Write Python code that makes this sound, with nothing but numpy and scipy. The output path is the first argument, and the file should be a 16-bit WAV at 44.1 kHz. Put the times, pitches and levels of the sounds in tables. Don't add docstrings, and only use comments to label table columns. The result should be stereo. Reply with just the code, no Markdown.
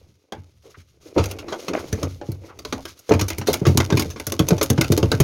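import sys
import numpy as np
from scipy import signal
from scipy.fft import rfft, irfft
from scipy.io import wavfile
from scipy.ndimage import uniform_filter1d

SR = 44100
rng = np.random.default_rng(int(sys.argv[2]) if len(sys.argv) > 2 else 0)


def int16_out(signal):
    q = np.round(np.clip(np.atleast_2d(signal).T, -1, 1) * 32767)
    wavfile.write(sys.argv[1], SR, q.astype(np.int16))


N = 231014

# (time [s], hull rumble level [dB], rubbing level [dB], rustle level [dB])
HAULING = [(0.0, -50, -55.5, -65), (0.13, -60, -67, -66), (0.38, -94, -60, -75), (0.52, -59.5, -103, -67),
           (1.06, -59.5, -56.5, -64), (1.21, -57, -32, -57), (1.31, -63, -36, -43), (1.38, -58, -35.5, -79),
           (1.51, -47.5, -35.5, -49), (1.62, -76, -40.5, -44), (1.75, -48, -27.5, -50.5),
           (1.9, -40.5, -42, -50), (2.06, -41, -29.5, -48), (2.2, -44, -80, -61), (2.45, -67, -45, -67),
           (2.71, -38.5, -58, -53), (2.88, -47, -63, -57), (3.08, -81, -53, -55.5)]
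# (frequency [Hz], level [dB])
RUMBLE_COLOUR = [(15, -5), (40, -35.5), (62, 5), (84, 6.5), (130, -1.5), (200, -11), (900, -44)]
RUBBING_COLOUR = [(100, -19.5), (220, -8), (330, 2), (500, -0.5), (750, -11), (1400, -24), (2500, -27.5),
                  (6000, -91)]
RUSTLE_COLOUR = [(500, -15), (1200, 11.5), (2200, 2.5), (4000, 4), (6500, 4), (12000, -0.5), (16000, -1.5)]
# (time [s], level [dB], length [s])
CLOTH_SWEEPS = [(0.62, -58, .2), (1.003, -52, .15), (1.225, -38, .035), (1.295, -43, .025), (1.50, -46, .1),
                (1.755, -44, .07), (2.41, -53, .09), (2.87, -47, .07)]
# (time [s], level [dB], pitch [Hz], length [s])
HULL_SCUFFS = [(0.629, -45, 480, 0.13), (0.741, -46, 1560, 0.034), (0.781, -60, 1890, 0.063),
               (1.045, -40.5, 417, 0.087), (1.515, -26.5, 910, 0.06), (1.755, -30.5, 1250, 0.078),
               (2.481, -41.5, 1140, 0.085), (2.769, -35, 710, 0.063), (3.306, -39.5, 2280, 0.059)]
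# (time [s], level [dB], strongest pitch [Hz])
BODY_BLOWS = [(0.089, -49.5, 86), (0.325, -29.5, 714), (0.369, -32.5, 90), (0.434, -60, 94),
              (0.772, -38, 85), (1.164, -11.5, 323), (1.176, -9, 480), (1.189, -10.5, 84),
              (1.683, -25, 215), (1.731, -23.5, 334), (1.926, -13, 83.4), (2.032, -16, 108),
              (2.214, -27.5, 543), (2.287, -16.5, 90.5), (2.291, -46, 474), (2.725, -28, 347),
              (3.092, -16, 407), (3.11, -4, 340), (3.134, -9, 92), (3.213, -14.5, 93.5), (3.382, -20, 117),
              (3.485, -8.5, 420), (3.615, -12.5, 171), (3.666, -2.5, 130), (3.689, -7.5, 96),
              (3.75, -12.5, 132), (3.775, -7.5, 104), (3.83, -25, 88), (3.923, -8.5, 160),
              (3.942, -8.5, 96), (3.974, -14.5, 145), (3.994, -17.5, 220), (4.052, -21, 86),
              (4.272, -20.5, 96), (4.32, -22, 282), (4.399, -5.5, 124), (4.506, -12.5, 324),
              (4.517, -5, 165), (4.533, -27, 129), (4.615, -17.5, 294), (4.703, -5.5, 116),
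              (4.782, -5.5, 120), (4.901, -6, 104), (4.923, -14, 323), (4.977, -11, 327),
              (5.029, -5.5, 117), (5.134, -10, 126), (5.201, -3, 126)]
# (frequency [Hz], level [dB], time to fall 60 dB [s])
FLOOR_TONES = [(71.5, -25.5, 0.3), (83.3, 7, 0.12), (92.6, 1.5, 0.41), (110.7, 3.5, 0.084),
               (135.2, -1.5, 0.19), (169.4, 3.5, 0.068)]
# (frequency [Hz], level [dB], time to fall 60 dB [s])
PANEL_TONES = [(196, -4, 0.13), (234.3, -3.5, 0.14), (276.3, -10, 0.33), (327.2, 0, 0.13),
               (397.4, 1.5, 0.068), (433.3, 0.5, 0.12), (503, -4, 0.11), (566.5, -2, 0.14),
               (655.6, -4, 0.094), (721, -6.5, 0.11), (894, -5.5, 0.18)]
# (time [s], crack level [dB], brightness [dB], pitch of the trapped air [Hz], contact time [s])
WET_SLAPS = [(0.322, -26.5, -4, 3400, 0.0017), (1.1794, -19.5, -15, 2470, 0.026),
             (1.239, -24, 7, 2920, .004), (1.257, -26.5, 12, 6400, 0.0035),
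             (1.3118, -25.5, 11, 2800, 0.0037), (1.3865, -29.5, 0, 2680, 0.014),
             (1.482, -34, -29, 3920, 0.028), (1.523, -25.5, -22, 3220, 0.013),
             (1.6817, -19.5, -2, 2700, 0.0082), (1.734, -25, -16, 2470, 0.0024),
             (1.927, -21.5, 6, 5970, 0.0012), (2.0301, -19, 1.5, 6400, 0.0014),
             (2.2129, -37.5, -20, 2900, 0.0052), (2.3176, -37, 15.5, 4240, .003),
             (2.589, -31.5, 7, 4570, 0.0056), (2.6494, -23.5, -0.5, 4330, 0.0037),
             (2.7245, -18, -7.5, 3300, .01), (2.8529, -25, 3.5, 2900, 0.0045),
             (2.99, -43.5, 19, 6000, 0.0058), (3.0927, -23, 2.5, 6360, 0.0011),
             (3.1184, -16.5, -15, 2390, 0.0012), (3.1374, -19, 0.5, 2350, 0.00068),
             (3.1931, -18.5, -0.5, 2300, 0.0096), (3.2115, -13.5, 6.5, 5750, 0.0024),
             (3.2817, -22, 13, 6100, 0.0096), (3.302, -18, 7, 2010, 0.0015),
             (3.3823, -24, 15.5, 2050, 0.0014), (3.4136, -25.5, -13.5, 2120, 0.0071),
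             (3.4707, -16, 4.5, 4140, 0.027), (3.53, -16.5, 13.5, 5200, .006),
             (3.5395, -14, 10.5, 2280, 0.0014), (3.6524, -23, -22, 2610, 0.015),
             (3.6654, -17.5, 3.5, 1920, 0.022), (3.7733, -7.5, 10, 6930, 0.0021),
             (3.8013, -12.5, -7.5, 2020, 0.0045), (3.902, -18.5, -9.5, 2150, 0.0033),
             (3.9236, -18, -8, 3700, 0.006), (3.9703, -14, 2, 2440, 0.012), (3.9949, -14, 9.5, 4980, .007),
             (4.0208, -19.5, 7.5, 2110, 0.0041), (4.1013, -30, 7.5, 6200, 0.017),
             (4.16, -32.5, -18, 2120, 0.012), (4.1981, -22, 6.5, 2100, 0.0037),
             (4.2673, -18, 15, 5850, 0.0019), (4.3207, -17, 11.5, 6270, 0.0026),
             (4.3924, -11.5, 2, 3300, 0.0074), (4.4858, -14, 13.5, 6300, 0.0028),
             (4.5061, -18, -8, 2350, 0.0042), (4.58, -24.5, 1, 6100, .006),
             (4.6122, -11.5, -2, 6600, 0.0073), (4.6274, -17, 17.5, 6800, 0.0075),
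             (4.7007, -12.5, 11.5, 6340, 0.0042), (4.778, -21.5, -18, 2680, .0055),
             (4.811, -8.5, 6, 2060, 0.0017), (4.8435, -21, 2, 2620, .003), (4.9197, -14, 9.5, 4550, 0.006),
             (4.9756, -16, 11.5, 4900, 0.0032), (5.0283, -19, -7, 2830, 0.0014),
             (5.1165, -9.5, -1.5, 3950, 0.0018), (5.2014, -11, 9, 2100, 0.0076)]
# (frequency [Hz], level [dB])
RECORDER_COLOUR = [(1450, -1.5), (1800, -3.5), (2100, 4.5), (5000, 4.5), (6700, 5), (7400, -6.5),
                   (8200, -6.5), (9500, -2.5), (12000, -1.5), (15000, -7)]

BLOW_TIME = np.arange(SR // 3) / SR

SHUDDER_DB, SHUDDER_T60_S = -21, 0.71
SLIDE_DB, SLIDE_T60_S = -28.5, 1
SLITHER_DB, SLITHER_T60_S = -38, 0.51
BRUSH_GAIN_DB, BRUSH_ATTACK_S, BRUSH_RELEASE_S = -4, 0.0052, 0.01

CROSSOVER_HZ, PANEL_OVER_BOOM = 200, 2.19
FLOOR_BLOW_PANEL_DB, SIDE_BLOW_PANEL_DB, SIDE_BLOW_BOOM_DB = -11.5, -4, -13

SPRAY_DB, SPRAY_SLOPE = -16, 0.88
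SMACK_DB, SMACK_SLOPE = -6, 0.35
SLAP_RING_DB, SLAP_RING_LOW_HZ, SLAP_RING_HIGH_HZ = -2, 246, 407
REBOUND_S, REBOUND_DB = 0.027, -21


def from_db(db):
    return 10 ** (np.asarray(db) / 20)


def rms_one(x):
    return x / np.sqrt(np.mean(x ** 2) + 1e-20)


def crest_one(x, size):
    power = uniform_filter1d(np.mean(x ** 2, axis=0), size, mode="constant")
    return x / np.sqrt(power.max() + 1e-20)


def add(out, s, sound):
    start = max(int(s * SR), 0)
    part = out[:, start:start + sound.shape[1]]
    part += sound[:, :part.shape[1]]


def band(x, low_hz, high_hz, order=2):
    return signal.sosfilt(signal.butter(order, [low_hz, high_hz], "band", fs=SR, output="sos"), x)


def coloured(x, spectrum):
    size = 8192
    hz, db = np.transpose(spectrum)
    grid = np.maximum(np.fft.rfftfreq(size, 1 / SR), 1)
    gain = from_db(np.interp(np.log(grid), np.log(hz), db))
    cepstrum = irfft(np.log(gain))[:size // 2]
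    cepstrum[1:] *= 2
    response = irfft(np.exp(rfft(cepstrum, size)))[:size // 2]
    return signal.fftconvolve(x, response[None], axes=1)[:, :x.shape[1]]


def flicker(per_s, size):
    values = rng.standard_normal(size)
    return np.interp(np.arange(size) * per_s / SR, np.arange(size), values)


def stereo_noise(likeness, size):
    mid, side = rng.standard_normal((2, size))
    shared = np.sqrt((1 + likeness) / 2) * mid
    opposed = np.sqrt((1 - likeness) / 2) * side * [[1], [-1]]
    return shared + opposed


def dying(t60):
    return np.exp(-np.log(1000) * BLOW_TIME / t60)


def glance(x, share):
    lags = (rng.uniform(0.0004, 0.002, 2) * SR).astype(int)
    returned = [np.pad(ear, (lag, 0))[:len(ear)] for ear, lag in zip(x, lags)]
    return x + share * np.array(returned)


def friction(spectrum, likeness, grain_db, grains_per_s, sway_db):
    grains = grain_db * flicker(grains_per_s, N)
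    sway = sway_db * flicker(45, N)
    clumps = from_db(grains + sway)
    return rms_one(coloured(stereo_noise(likeness, N) * clumps, spectrum))


def stirred(blows, t60):
    s, db = np.transpose(blows)[:2]
    energy = np.zeros(N)
    energy[(s * SR).astype(int)] = from_db(db) ** 2
    keep = np.exp(-2 * np.log(1000) / (t60 * SR))
    return np.sqrt(signal.lfilter([1], [1, -keep], energy))


def brushes():
    t = np.arange(N) / SR
    level = np.zeros(N)
    for s, db, length in CLOTH_SWEEPS:
        rise = np.clip((t - s) / BRUSH_ATTACK_S, 0, 1)
        release = np.clip(1 - (t - s - length) / BRUSH_RELEASE_S, 0, 1)
        level += from_db(db) * rise * release
    return level


def crackle(per_s, size_db):
    sizes = from_db(size_db * np.minimum(rng.exponential(1, N), np.pi))
    happens = rng.random(N) < per_s / SR
    ticks = happens * sizes * rng.standard_normal((2, N))
    return rms_one(coloured(glance(ticks, share=1.0), RUSTLE_COLOUR))


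def movement():
    s, *columns = np.transpose(HAULING)
    rumble, rubbing, rustle = [from_db(np.interp(np.arange(N) / SR, s, c)) for c in columns]
    rumble = np.hypot(rumble, from_db(SHUDDER_DB) * stirred(BODY_BLOWS, SHUDDER_T60_S))
    rubbing = np.hypot(rubbing, from_db(SLIDE_DB) * stirred(BODY_BLOWS, SLIDE_T60_S))
    rustle = rustle + from_db(BRUSH_GAIN_DB) * brushes()
    slither = from_db(SLITHER_DB) * stirred(WET_SLAPS, SLITHER_T60_S)

    hull = friction(RUMBLE_COLOUR, likeness=0.62, grain_db=-1.5, grains_per_s=25, sway_db=0.8)
    rub = friction(RUBBING_COLOUR, likeness=0.72, grain_db=6.0, grains_per_s=250, sway_db=2.0)
    cloth = friction(RUSTLE_COLOUR, likeness=0.02, grain_db=2.5, grains_per_s=1100, sway_db=4.6)
    skin = friction(RUSTLE_COLOUR, likeness=0.02, grain_db=4.5, grains_per_s=740, sway_db=10.0)
    wet = skin + from_db(11) * crackle(per_s=210, size_db=6)
    return (from_db(3.0) * rumble * hull
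            + from_db(0.44) * rubbing * rub
            + from_db(0.9) * rustle * cloth
            + slither * wet)


def scuffs():
    out = np.zeros((2, N))
    for s, db, hz, length in HULL_SCUFFS:
        age = BLOW_TIME / (0.27 * length)
        swell = (age * np.exp(1 - age)) ** 2
        rub = rms_one(band(stereo_noise(0.6, len(BLOW_TIME)), hz / 1.5, hz * 1.185))
        add(out, s, from_db(db) * rub * swell)
    return out


def struck(modes, strongest_hz, focus_db, contact, spread, detune):
    hz, db, t60 = np.transpose(modes)[:, :, None]
    strength, load, width, turn = rng.standard_normal((4, len(modes), 1))
    octaves_away = np.abs(np.log2(hz / strongest_hz))
    gain = from_db(db + 3.8 * strength - focus_db * octaves_away)
    phase = 2 * np.pi * hz * (1 + detune * load) * BLOW_TIME + 1.126 * turn
    envelope = gain * dying(t60) * (1 - np.exp(-BLOW_TIME / contact))
    ears = [np.sum(envelope * np.sin(phase + side * spread * width), axis=0) for side in (1, -1)]
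    return np.array(ears)


def panel_ring(panel_hz):
    panel = struck(PANEL_TONES, panel_hz, focus_db=11, contact=0.00064, spread=0.11, detune=0.04)
    panel = band(panel, 164, 2500)
    rattle = band(stereo_noise(0.32, len(BLOW_TIME)) * dying(0.27), panel_hz / 2, panel_hz * 2)
    return crest_one(panel, size=512) + from_db(-14.5) * crest_one(rattle, size=512)


def smack_level(crack_db, brightness_db):
    return crack_db + SMACK_DB - SMACK_SLOPE * brightness_db


def knocks():
    out = np.zeros((2, N))
    for s, db, hz in BODY_BLOWS:
        if hz < CROSSOVER_HZ:
            boom_db, boom_hz = db, hz
            panel_db, panel_hz = db + FLOOR_BLOW_PANEL_DB, hz * PANEL_OVER_BOOM
        else:
            boom_db, boom_hz = db + SIDE_BLOW_BOOM_DB, hz / PANEL_OVER_BOOM
            panel_db, panel_hz = db + SIDE_BLOW_PANEL_DB, hz
        boom = struck(FLOOR_TONES, boom_hz, focus_db=18, contact=0.0019, spread=0.054, detune=0.025)
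        boom = crest_one(band(boom, 109, 710, order=3), size=768)
        add(out, s, from_db(boom_db - 5) * boom + from_db(panel_db + 2.0) * panel_ring(panel_hz))
    for s, crack_db, brightness_db, *_ in WET_SLAPS:
        ring = panel_ring(rng.uniform(SLAP_RING_LOW_HZ, SLAP_RING_HIGH_HZ))
        add(out, s, from_db(smack_level(crack_db, brightness_db) + SLAP_RING_DB) * ring)
    return out


def splat(contact, grain_db, bounce_db, bounce_t60, scatter_db):
    size = len(BLOW_TIME)
    touch = np.exp(-BLOW_TIME / contact) + from_db(-6.0) * dying(t60=0.0047)
    landing = touch * from_db(grain_db * flicker(1850, size))
    echoes = from_db(bounce_db) * dying(bounce_t60) + from_db(scatter_db) * dying(t60=0.063)
    envelope = landing + echoes * from_db(1.1 * flicker(300, size))
    onset = 1 - np.exp(-BLOW_TIME / 0.00047)
    return glance(rng.standard_normal((2, size)) * envelope * onset, share=0.87)


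def air_pocket(x, hz, width_hz, boost):
    b, a = signal.iirpeak(hz, hz / width_hz, fs=SR)
    return x + boost * signal.lfilter(b, a, x)


def slaps():
    out = np.zeros((2, N))
    for s, crack_db, brightness_db, pocket_hz, contact in WET_SLAPS:
        hollow_hz = rng.uniform(970, 1825)
        rebound_s = REBOUND_S * rng.uniform(0.8, 1.2)
        smack_db = smack_level(crack_db, brightness_db)
        spray_db = crack_db + SPRAY_DB + SPRAY_SLOPE * brightness_db
        smack = splat(contact, grain_db=1, bounce_db=-2.0, bounce_t60=0.13, scatter_db=-18.5)
        crack = splat(contact, grain_db=0.5, bounce_db=-10, bounce_t60=0.087, scatter_db=-23)
        spray = splat(contact, grain_db=2.5, bounce_db=-6.5, bounce_t60=0.059, scatter_db=-30)
        smack = air_pocket(band(smack, 520, 1575, order=3), hollow_hz, width_hz=115, boost=1.54)
        crack = air_pocket(band(crack, 1110, 7270, order=3), pocket_hz, width_hz=345, boost=2.14)
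        spray = band(spray, 6100, 21550, order=3)
        slap = (from_db(smack_db - 0.32) * crest_one(smack, size=256)
                + from_db(crack_db - 7.5) * crest_one(crack, size=128)
                + from_db(spray_db + 5.5) * crest_one(spray, size=128))
        add(out, s, slap)
        add(out, s + rebound_s, from_db(REBOUND_DB) * slap[::-1])
    return out


def scene():
    balance = from_db(0.51 * np.array([[-1], [1]]))
    return (movement() + scuffs() + knocks() + slaps()) * balance


def record(dry):
    heard = coloured(dry, RECORDER_COLOUR)
    rounded = heard / (1 + heard ** 6) ** (1 / 6)
    top_cut = signal.ellip(10, 0.2, 80, 16000, fs=SR, output="sos")
    return signal.sosfilt(top_cut, rounded)


dry = scene()
out = record(dry)
int16_out(out)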